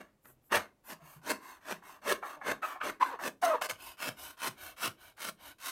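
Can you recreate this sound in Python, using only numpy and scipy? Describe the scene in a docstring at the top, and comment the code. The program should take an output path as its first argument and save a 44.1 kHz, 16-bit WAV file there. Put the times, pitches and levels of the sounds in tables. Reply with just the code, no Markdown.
"""A utility knife saws along the seam between a shoe's fabric top and foam sole, close by in a small room.
After a few light touches, each push tears fibres in a crunchy rasp that deepens as the blade sinks in,
often with a snapping thread and a dull bump; each pull back rubs softly. Midway the rubber grips the
blade harder and squeaks loudly, ending in a squeal near 3.5 s. Then the knife reaches the finer mesh
at the toe, and the last strokes rasp and rub without squeaking."""
import sys
import numpy as np
from scipy import signal
from scipy.fft import rfft, irfft, next_fast_len
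from scipy.io import wavfile
from scipy.ndimage import map_coordinates

SR = 44100
rng = np.random.default_rng(int(sys.argv[2]) if len(sys.argv) > 2 else 0)


def output_pcm(signal):
    """Save a mono or channel-first signal as 16-bit PCM at the path in sys.argv[1].

    Samples are clipped to [-1, 1] before scaling.
    """
    pcm = np.clip(np.atleast_2d(signal).T, -1, 1) * 32767
    wavfile.write(sys.argv[1], SR, np.round(pcm).astype(np.int16))


N = 251811

# Levels are relative, before mixing. A fade time is how long a sound takes to drop by 60 dB.
# cutting strokes: (time [s], press-in [s], hold [s], fade time [s], first touch below full force [dB],
# crunch [dB], low body of the sole [dB], fibre fizz [dB])
PUSHES = [(0.0, 0.0017, 0.014, 0.27, -14, -50.0, -48.5, -62.5),
          (0.243, 0.003, 0.064, 0.11, 24.0, -65.5, -65, -81),
          (0.49, 0.035, 0.0045, 0.1, 58, -25.0, -34.5, -39),
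          (0.53, 0.016, 0.023, 0.21, 17.0, -24.5, -35.5, -34.5),
          (0.836, 0.07, 0.027, 0.16, 26.5, -46.0, -54.5, -51),
          (1.213, 0.09, 0.014, 0.21, 35, -33.5, -36.0, -37.5),
          (1.604, 0.113, 0.0085, 0.19, 30.5, -37.5, -47, -45),
          (2.014, 0.077, 0.037, 0.16, 32.0, -30.5, -34.5, -38),
          (2.401, 0.076, 0.044, 0.18, 32.5, -34, -37.5, -46.5),
          (2.798, 0.047, 0.058, 0.18, 28, -37.0, -42.5, -48.5),
          (3.186, 0.061, 0.036, 0.11, 20.5, -38, -41.5, -44),
          (3.414, 0.037, 0.0053, 0.28, 14, -38.5, -52.0, -37.5),
          (3.608, 0.0066, 0.053, 0.017, 25, -39.0, -57, -44),
          (3.686, 0.014, 0.013, 0.18, 8, -37.5, -50, -41.0),
          (3.968, 0.053, 0.07, 0.17, 22, -39.5, -43, -43.5),
          (4.367, 0.072, 0.044, 0.17, 25, -37.5, -43.5, -40.5),
          (4.761, 0.073, 0.043, 0.14, 24.0, -36.0, -42.0, -38),
          (5.164, 0.057, 0.074, 0.083, 21.5, -43.0, -46.0, -44),
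          (5.581, 0.082, 0.037, 0.13, 23, -43, -57, -41.5)]
# return strokes: (time [s], length [s], moment of top speed [share of length], rub [dB], hiss [dB])
PULLS = [(0.969, 0.25, 0.53, -59, -63.5), (1.395, 0.22, 0.4, -52.5, -58.5), (1.814, 0.2, 0.38, -53.5, -60),
         (2.21, 0.19, 0.41, -46.5, -57.5), (2.617, 0.19, 0.27, -43.5, -53), (2.998, 0.21, 0.17, -41, -55),
         (3.42, 0.2, 0.25, -38, -52), (3.758, 0.21, 0.52, -51.5, -52), (4.157, 0.21, 0.4, -50.5, -50),
         (4.557, 0.2, 0.46, -50.5, -51.5), (4.956, 0.19, 0.53, -57.5, -61),
         (5.348, 0.2, 0.63, -52.5, -55.5)]
# the blade's flat glides over the fabric: (time [s], length [s], level [dB])
GLIDES = [(0.21, 0.15, -61.5), (0.403, 0.15, -70), (0.826, 0.14, -54.5), (1.009, 0.21, -62.5)]
# tough threads snap: (time [s], level [dB])
SNAPS = [(.256, -40), (.442, -57), (0.522, -16), (.548, -16), (1.264, -32), (1.686, -26.5), (1.712, -20.5),
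         (1.725, -18), (2.125, -18), (2.516, -16.5), (3.238, -20), (3.621, -13), (3.698, -17), (4.029, -17),
         (4.083, -27), (4.419, -19.5), (4.436, -21), (5.288, -28.5)]
# the blade bottoms out in the sole: (time [s], level [dB], final pitch [Hz])
THUDS = [(.545, -46, 42), (.563, -41, 88.7), (.922, -45.5, 150), (1.31, -33, 198.5), (1.72, -38, 159),
         (2.108, -35.5, 240), (2.516, -47, 130), (2.9, -52, 115), (3.268, -39, 239), (3.722, -49, 91),
         (4.088, -39.5, 104), (4.49, -42, 107), (4.878, -40, 98), (5.297, -53, 140)]
# the rubber grabs and lets go, mostly as the hand turns round: (time [s], level [dB], fade time [s])
GRABS = [(.255, -47.5, 0.045), (.494, -62, .1), (1.823, -42.5, 0.052), (2.02, -56, .08),
         (2.227, -27.5, 0.21), (2.413, -32, 0.15), (2.63, -24.5, 0.12), (2.757, -29, 0.039),
         (2.81, -25, .06), (3.008, -24.5, 0.062), (3.19, -31, 0.24), (3.426, -27.5, 0.12),
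         (3.615, -18.5, 0.031), (4.376, -60, .08), (4.77, -57, 0.07), (5.179, -42.5, .07),
         (5.588, -64, .06)]
# squeaks: (time [s], length [s], pitch [Hz], pitch drop [share], level [dB], fade [dB], roughness [0 = pure])
SQUEAKS = [ (.26, .2, 130, 0.067, -70, 8, .85), (.995, .055, 685, .01, -60, 5, 0.3),
           (1.017, 0.068, 153, 0.043, -53.5, 10, 0.25), (1.156, 0.044, 152, .06, -54.5, 0, 0.2),
           (2.357, 0.093, 305, .1, -50, 19, 0.6), (2.622, 0.04, 1318, 0.049, -31, 4.5, .35),
           (2.661, 0.14, 1244, 0.2, -48, 7, 0.82), (2.802, 0.044, 1270, .01, -33.5, 10, 0.77),
           (3.006, 0.018, 1002, 0.042, -26, -6.5, 0.66), (3.014, .026, 1075, 0.053, -17.5, 6, 0.61),
           (3.04, 0.1, 1018, 0.021, -49, -4, 1.2), (3.117, 0.05, 625.6, 0.472, -37.5, 7, 0.56), ]
# one long squeal on a return: (time [s], pitch [Hz], level [dB], roughness [0 = pure])
SQUEAL = [(3.42, 694, -35, 1.18), (3.429, 699, -31.5, 0.87), (3.439, 720.3, -22.5, 0),
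          (3.471, 656, -29, .3), (3.491, 676.5, -32.5, 0.3), (3.511, 626, -26.5, 0.02),
          (3.53, 639, -27.5, 0), (3.542, 492.5, -32, 0.46), (3.557, 478, -27.5, 0.42),
          (3.573, 370, -57, .6)]

# tone colours, how strong each sound is from low to high: (frequency [Hz], level [dB])
AIR_COLOUR = [(15, -35.5), (25, 1.5), (373, -4.5), (591, -8), (695, -9), (1370, -17.5), (1520, -20.5),
              (5730, -26.5), (11300, -28), (16000, -30)]
GLIDE_COLOUR = [(1500, -34.5), (5000, -24), (7500, -5.5), (9500, -6.5), (11500, 2.5), (14500, 2.5),
                (16000, -22)]
SIDE_RUB_COLOUR = [(60, -43), (190, -30.5), (280, -3.5), (380, -5.5), (600, -13), (1150, -2.5), (1800, -6),
                   (2300, -16), (3500, -21.5), (5000, -20.5), (7000, -17.5), (9500, -23.5), (13000, -17.5),
                   (16000, -22.5)]
TOE_RUB_COLOUR = [(60, 8), (190, -20), (300, -4), (450, -8.5), (950, -10.5), (1500, -1.5), (2000, -12.5),
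                  (3000, -10.5), (5500, -7), (8000, -5), (12000, 0), (14500, 1), (16000, -16.5)]
SLIP_COLOUR = [(300, -19), (900, -4), (2500, 6.5), (6000, -12.5), (16000, -26.5)]
GRAZE_COLOUR = [(30, -18.5), (130, -19), (250, -4.5), (400, -7), (650, -7), (1100, 1), (1700, 1.5),
                (2300, -5.5), (3200, -8.5), (5000, -12), (7000, -15.5), (9500, -21.5), (12000, -17),
                (14500, -19), (16000, -29.5)]
SIDE_CUT_COLOUR = [(30, -55.5), (90, -29.5), (175, -17), (250, -14.5), (380, -0.5), (580, -0.5),
                   (720, -14.5), (900, -6.5), (1700, -5.5), (2500, -8.5), (4000, -17.5), (6500, -23),
                   (11700, -26), (15000, -28.5), (16000, -30.5)]
TOE_CUT_COLOUR = [(30, -31), (115, -17), (220, -7.5), (330, -8), (550, -2.5), (800, -7.5), (1400, 7),
                  (1750, -0.5), (3000, -2), (6500, -15), (12000, -13), (16000, -18.5)]
# how well the sole gives off a squeak: (frequency [Hz], level [dB])
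SOLE_COLOUR = [(150, -2), (300, -16.0), (600, -1.0), (1100, 14.0), (1500, -3.5), (2600, 4.5), (5000, -13)]
# the tones in a squeak: (frequency [times the pitch], level [dB])
SQUEAK_TONES = [(.5, -16), (1, 2.0), (1.5, -25.0), (2, -9), (2.5, -16.5), (3, -19), (4, -24.5)]
# ringing of knife and shoe (side, toe) and of the hollow slit: (frequency [Hz], width [Hz], boost [dB])
SIDE_RINGS = [(610, 71, 10), (1060, 184, 9.5), (1360, 180, -4.5), (1625, 380, 3.5), (2180, 76, 9),
              (2707, 190, 7), (3700, 100, 2.5), (4375, 180, 6), (6410, 470, 8), (6870, 360, -8.5),
              (7260, 200, 6), (8650, 700, 7), (11800, 4700, 4.5)]
TOE_RINGS = [(637, 150, 5), (780, 220, -1.5), (960, 75, 11.5), (1072, 33, 13.5), (1310, 92, -10.5),
             (1466, 58, 2), (1720, 200, -3), (2200, 160, 9.5), (2610, 62, 10), (2990, 190, 7.5),
             (3380, 82, -11), (3600, 220, -1), (4570, 270, -4), (5100, 570, 3.5), (6200, 180, 3),
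             (6960, 370, 1), (7400, 540, -2.5), (8250, 260, 5.5)]
SLIT_RINGS = [(1350, 600, 2), (2250, 460, 0.5)]
# echoes off hands, shoe and table: (delay [ms], strength [share], sway [ms])
NEAR_ECHOES = [(0.422, -0.26, 0.053), (.86, -0.14, 0.26), (1.352, 0.26, 0.16), (1.899, -0.3, 0.14),
               (2.8, 0.049, 0.22), (4.1, 0.099, .2), (6.3, -0.0065, .2)]
# the room's echo: (frequency [Hz], fade time [s])
ROOM_FADE = [(150, 0.4), (1000, 0.17), (4000, 0.17), (14000, 0.17)]

TOE_FROM_S = 3.73
RUB_POWER, HISS_POWER = 1.12, 1.97  # loudness follows the blade's speed to these powers


def amp(db):
    """Turn decibels into a factor to multiply by."""
    return 10 ** (np.asarray(db) / 20)


def unit(x):
    """Scale x to an average strength (rms) of 1."""
    return x / np.sqrt(np.mean(x ** 2) + 1e-20)


def along(points, hz):
    """Read between the rows of a frequency table, on a log scale."""
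    freqs, values = np.transpose(points)
    return np.interp(np.log(hz + 1), np.log(freqs + 1), values)


def wobble(rate, size=1 << 15):
    """A smooth random curve through `rate` new values a second."""
    knots = rate * N / SR
    smooth = map_coordinates(rng.standard_normal(int(knots) + 4), [np.linspace(0, knots, size)])
    return np.interp(np.linspace(0, size - 1, N), np.arange(size), smooth)


def filtered(x, gain):
    """Turn each frequency of x up or down by gain(hz)."""
    size = next_fast_len(N + SR // 2)
    return irfft(rfft(x, size) * gain(np.fft.rfftfreq(size, 1 / SR)), size)[:N]


def coloured(x, gain, size=4096):
    """A filter that keeps clicks sharp: they ring only afterwards."""
    cepstrum = irfft(np.log(gain(np.fft.rfftfreq(size, 1 / SR)) + 1e-6))
    cepstrum[1:size // 2] *= 2  # move all ringing to after the click
    cepstrum[size // 2 + 1:] = 0
    return signal.fftconvolve(x, irfft(np.exp(rfft(cepstrum))))[:N]


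def band(x, lo_hz, hi_hz):
    """The part of x between two soft edges, at strength 1."""
    below = lambda hz, edge: 1 / (1 + (hz / edge) ** 8)
    return unit(filtered(x, lambda hz: below(hz, hi_hz) - below(hz, lo_hz)))


def noise(colour):
    """Steady noise of a given tone colour, at strength 1."""
    return unit(filtered(rng.standard_normal(N), lambda hz: amp(along(colour, hz))))


def ringing(colour, rings, depth=1.0):
    """A gain curve: a tone colour with peaks and dips; a small depth rings less."""
    boost = lambda hz: sum(db / (1 + (2 * (hz - centre) / width) ** 2) for centre, width, db in rings)
    return lambda hz: amp(along(colour, hz) + depth * boost(hz))


def wandering(x, share):
    """Grip and depth change from stroke to stroke, so the ringing drifts a little in pitch."""
    return map_coordinates(x, [np.cumsum(1 + share * wobble(4))], mode="mirror")


def grains(rate, spread_db):
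    """Tiny clicks of random size, about `rate` a second."""
    sizes = amp(spread_db * np.clip(rng.standard_normal(N), -2, 2)) * rng.choice([-1, 1], N)
    return unit((rng.random(N) < rate / SR) * sizes)


def air():
    """Faint, steady room noise and hiss."""
    return amp(-73.5) * noise(AIR_COLOUR)


def room(x):
    """The walls return a short wash of echoes whose bass lasts longest."""
    hz, t, spectrum = signal.stft(rng.standard_normal(SR // 2), SR, nperseg=256)
    fade = amp(-60 * t / along(ROOM_FADE, hz)[:, None])
    tail = signal.istft(spectrum * fade, SR, nperseg=256)[1]
    return signal.fftconvolve(x, np.pad(tail / np.linalg.norm(tail), (SR // 250, 0)))[:N]


def hands(x):
    """The hands keep moving, so their close echoes keep shifting the colour."""
    echoes = np.zeros(N)
    for ms, share, sway in NEAR_ECHOES:
        delay = np.abs(ms + sway * wobble(6)) * SR / 1000
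        echoes += share * map_coordinates(x, [np.arange(N) - delay], order=2)
    return (x + echoes) / np.sqrt(1 + sum(share ** 2 for _, share, _ in NEAR_ECHOES))


def glides():
    """The blade skims the fabric: a silky hiss that swells and fades with its speed."""
    t, level = np.arange(N) / SR, np.zeros(N)
    for start, length, db in GLIDES:
        speed = np.sin(np.pi * np.clip((t - start) / length, 0, 1))
        level += amp(db) * speed ** HISS_POWER
    return level * noise(GLIDE_COLOUR)


def thuds(fade_s=0.093, attack_s=.002, sag=0.77, sag_s=.0095):
    """The foam takes the push with a dull bump whose pitch drops as it gives way."""
    out, t = np.zeros(N + SR), np.arange(SR // 5) / SR
    for start, db, hz in THUDS:
        phase = 2 * np.pi * np.cumsum(hz * (1 + sag * np.exp(-t / sag_s))) / SR
        level = amp(db - 60 * t / fade_s) * (1 - np.exp(-t / attack_s))
        out[round(start * SR):][:len(t)] += level * np.sin(phase)
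    return out[:N]


def rubbing(gain, rate, drift):
    """The blade's flat slides over many tiny bumps; gives rub and hiss."""
    bumps = grains(rate, spread_db=0.5) * amp(wobble(140))
    sound = wandering(coloured(bumps, gain), drift)
    return np.array([band(sound, 52, 4160), band(sound, 2340, 20000)])


def pulls():
    """Drawn back through the open slit, the blade only rubs, speeding up and then slowing."""
    side = rubbing(ringing(SIDE_RUB_COLOUR, SIDE_RINGS), rate=8000, drift=.03)  # the blade flexes
    toe = rubbing(ringing(TOE_RUB_COLOUR, TOE_RINGS + SLIT_RINGS), rate=7900, drift=0.014)
    levels = np.zeros((2, N))
    for start, length, fastest_at, rub_db, hiss_db in PULLS:
        progress = (np.arange(N) / SR - start) / length
        on = (progress > 0) & (progress < 1)
        skew = np.log(.5) / np.log(fastest_at)
        speed = np.sin(np.pi * progress[on] ** skew)
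        levels[:, on] += [amp(rub_db) * speed ** RUB_POWER, amp(hiss_db) * speed ** HISS_POWER]
    rub, hiss = np.where(np.arange(N) < TOE_FROM_S * SR, side, toe) * levels
    return rub + hiss


def grabs(lo_hz=600, hi_hz=1950):
    """A burst of quick slips sets the sole ringing and dies away."""
    force, t = np.zeros(N + SR), np.arange(SR // 5) / SR
    for start, db, fade_s in GRABS:
        force[round(start * SR):][:len(t)] += amp(db - 60 * t / fade_s) * rng.choice([-1, 1], len(t))
    gain = lambda hz: 1 / (1 + (lo_hz / (hz + 1)) ** 4) / (1 + (hz / hi_hz) ** 8)
    return amp(5.0) * coloured(force, gain)


def grips(attack_s=0.014, release_s=0.0078):
    """Each squeak's on-off curve, pitch, level and roughness; the pitch drops as the grip gives."""
    t = np.arange(N) / SR
    gate = lambda start, end: np.clip(np.minimum((t - start) / attack_s, (end - t) / release_s), 0, 1)
    for start, length, hz, drop, db, fade_db, rough in SQUEAKS:
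        progress = np.clip((t - start) / length, 0, 1)
        controls = [hz * (1 - drop * progress), db - fade_db * progress, np.full(N, min(rough, 1))]
        yield gate(start, start + length), np.array(controls)
    times, *columns = np.transpose(SQUEAL)
    yield gate(times[0], times[-1]), np.array([np.interp(t, times, column) for column in columns])


def squeaks(jitter=0.11, flutter_db=4, shimmer_db=3, smear=0.1, scrape_db=-20):
    """Rubber sticks and slips on the blade; uneven slips blur the tone, alternating ones add half steps."""
    out = np.zeros(N)
    drift, flutter, scrape = wobble(700), wobble(300), noise(SLIP_COLOUR)
    shimmers = [shimmer_db * min(abs(k - 1) * 2, 1) * wobble(110) for k, _ in SQUEAK_TONES]
    blurs = [smear * k * wobble(260) for k, _ in SQUEAK_TONES]  # higher tones blur more
    for gate, controls in grips():
        on = gate > 0
        hz, db, rough = controls[:, on]
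        phase = 2 * np.pi * np.cumsum(hz * (1 + jitter * rough * drift[on])) / SR
        tone, power = 0, 0
        for (k, tone_db), shimmer, blur in zip(SQUEAK_TONES, shimmers, blurs):
            size = amp(tone_db + along(SOLE_COLOUR, k * hz) + shimmer[on])
            tone += size * np.sin(k * phase + blur[on])
            power += size ** 2 / 2
        tone *= amp(flutter_db * rough * flutter[on]) / np.sqrt(power)
        rasp = amp(scrape_db) * np.sqrt(np.abs(rough)) * (1 + np.cos(phase)) * scrape[on]  # once a slip
        out[on] += gate[on] * amp(db) * (tone + rasp)
    return out


def snaps(fade_s=0.0067):
    """A thread parts with a crack that knocks the shoe."""
    out, t = np.zeros(N), np.arange(SR // 20) / SR
    side = ringing(SIDE_CUT_COLOUR, SIDE_RINGS, depth=0.34)
    toe = ringing(TOE_CUT_COLOUR, TOE_RINGS, depth=0.99)
    for start, db in SNAPS:
        crack = 0.073 * rng.standard_normal(len(t)) * amp(-60 * t / fade_s)
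        crack[0] = 1
        knock = coloured(crack, side if start < 3.6 else toe)
        out[round(start * SR):][:len(knock)] += amp(db - 3.0) * knock / np.abs(knock).max()
    return out


def tearing(gain, rate, spread_db, catch_rate, catch_db, drag_db, drift):
    """Fibres break in bunches as the edge catches and slips; gives body, crunch and fizz."""
    breaks = grains(rate, spread_db) + amp(drag_db) * rng.standard_normal(N)
    catches = amp(catch_db * np.tanh(wobble(catch_rate)))
    sound = wandering(coloured(breaks * catches, gain), drift)
    return np.array([band(sound, 18, 480), band(sound, 440, 3330), band(sound, 3800, 20000)])


def push_levels(contact_s=.005, swell_db_per_s=10.5, let_go_db=7, let_go_s=0.004, max_sink_db=14):
    """Each push touches, presses in, holds and lets go; gives the strength of body, crunch and fizz."""
    out = np.zeros((3, N))
    for start, press, hold, fade_s, touch_db, crunch_db, body_db, fizz_db in PUSHES:
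        t = np.arange(N) / SR - start
        on = (t >= 0) & (t < press + hold + fade_s)
        t = t[on]
        to_go, after = np.maximum(press + hold - t, 0), np.maximum(t - press - hold, 0)
        press_db = -touch_db * np.clip(1 - t / press, 0, 1) ** 1.06  # eases into full force
        swell_db = swell_db_per_s * (hold / 2 - np.minimum(to_go, hold))
        release_db = let_go_db * (1 - np.exp(-after / let_go_s)) + 60 * after / fade_s
        force_db = press_db + swell_db - release_db
        sink_db_per_s = 72.5 if start < TOE_FROM_S else 208
        shallow_db = np.minimum(to_go * sink_db_per_s, max_sink_db)  # body comes in as the blade sinks
        levels_db = [body_db + force_db - shallow_db, crunch_db + force_db, fizz_db + 1.156 * force_db]
        out[:, on] += np.minimum(t / contact_s, 1) * amp(levels_db)
    return out


def pushes(bite_db=-48):
    """A light touch grazes and lets the knife ring; a firm one tears foam and fabric, or the toe's mesh."""
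    graze = tearing(ringing(GRAZE_COLOUR, SIDE_RINGS),
                    rate=6000, spread_db=9.5, catch_rate=130, catch_db=1.0, drag_db=1.5, drift=.02)
    coarse = tearing(ringing(SIDE_CUT_COLOUR, SIDE_RINGS, depth=0.64),
                     rate=2400, spread_db=3.5, catch_rate=230, catch_db=2.5, drag_db=-4.5, drift=.03)
    toe = tearing(ringing(TOE_CUT_COLOUR, TOE_RINGS, depth=0.64),
                  rate=2400, spread_db=4, catch_rate=220, catch_db=2.5, drag_db=-2.0, drift=.012)
    levels = push_levels()
    bite = np.arctan(levels[2] / amp(bite_db))  # more fizz blends grazing into tearing
    side = np.cos(bite) * graze + np.sin(bite) * coarse
    body, crunch, fizz = np.where(np.arange(N) < TOE_FROM_S * SR, side, toe) * levels
    return body + crunch + fizz


def scene():
    """Knife strokes in a small, quiet room."""
    scrapes = hands(pushes() + pulls() + glides() + grabs() + snaps())
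    tones = squeaks() + thuds()
    echo = room(amp(-13) * scrapes + amp(-12.5) * tones)
    return (scrapes + tones + echo + air())[None]


def record(dry):
    """Cut away the very highest treble."""
    top_hz, edge_hz = 16000, 400
    return filtered(dry[0], lambda hz: np.clip((top_hz - hz) / edge_hz + .5, 0, 1) ** 2)[None]


dry = scene()
out = record(dry)
output_pcm(out)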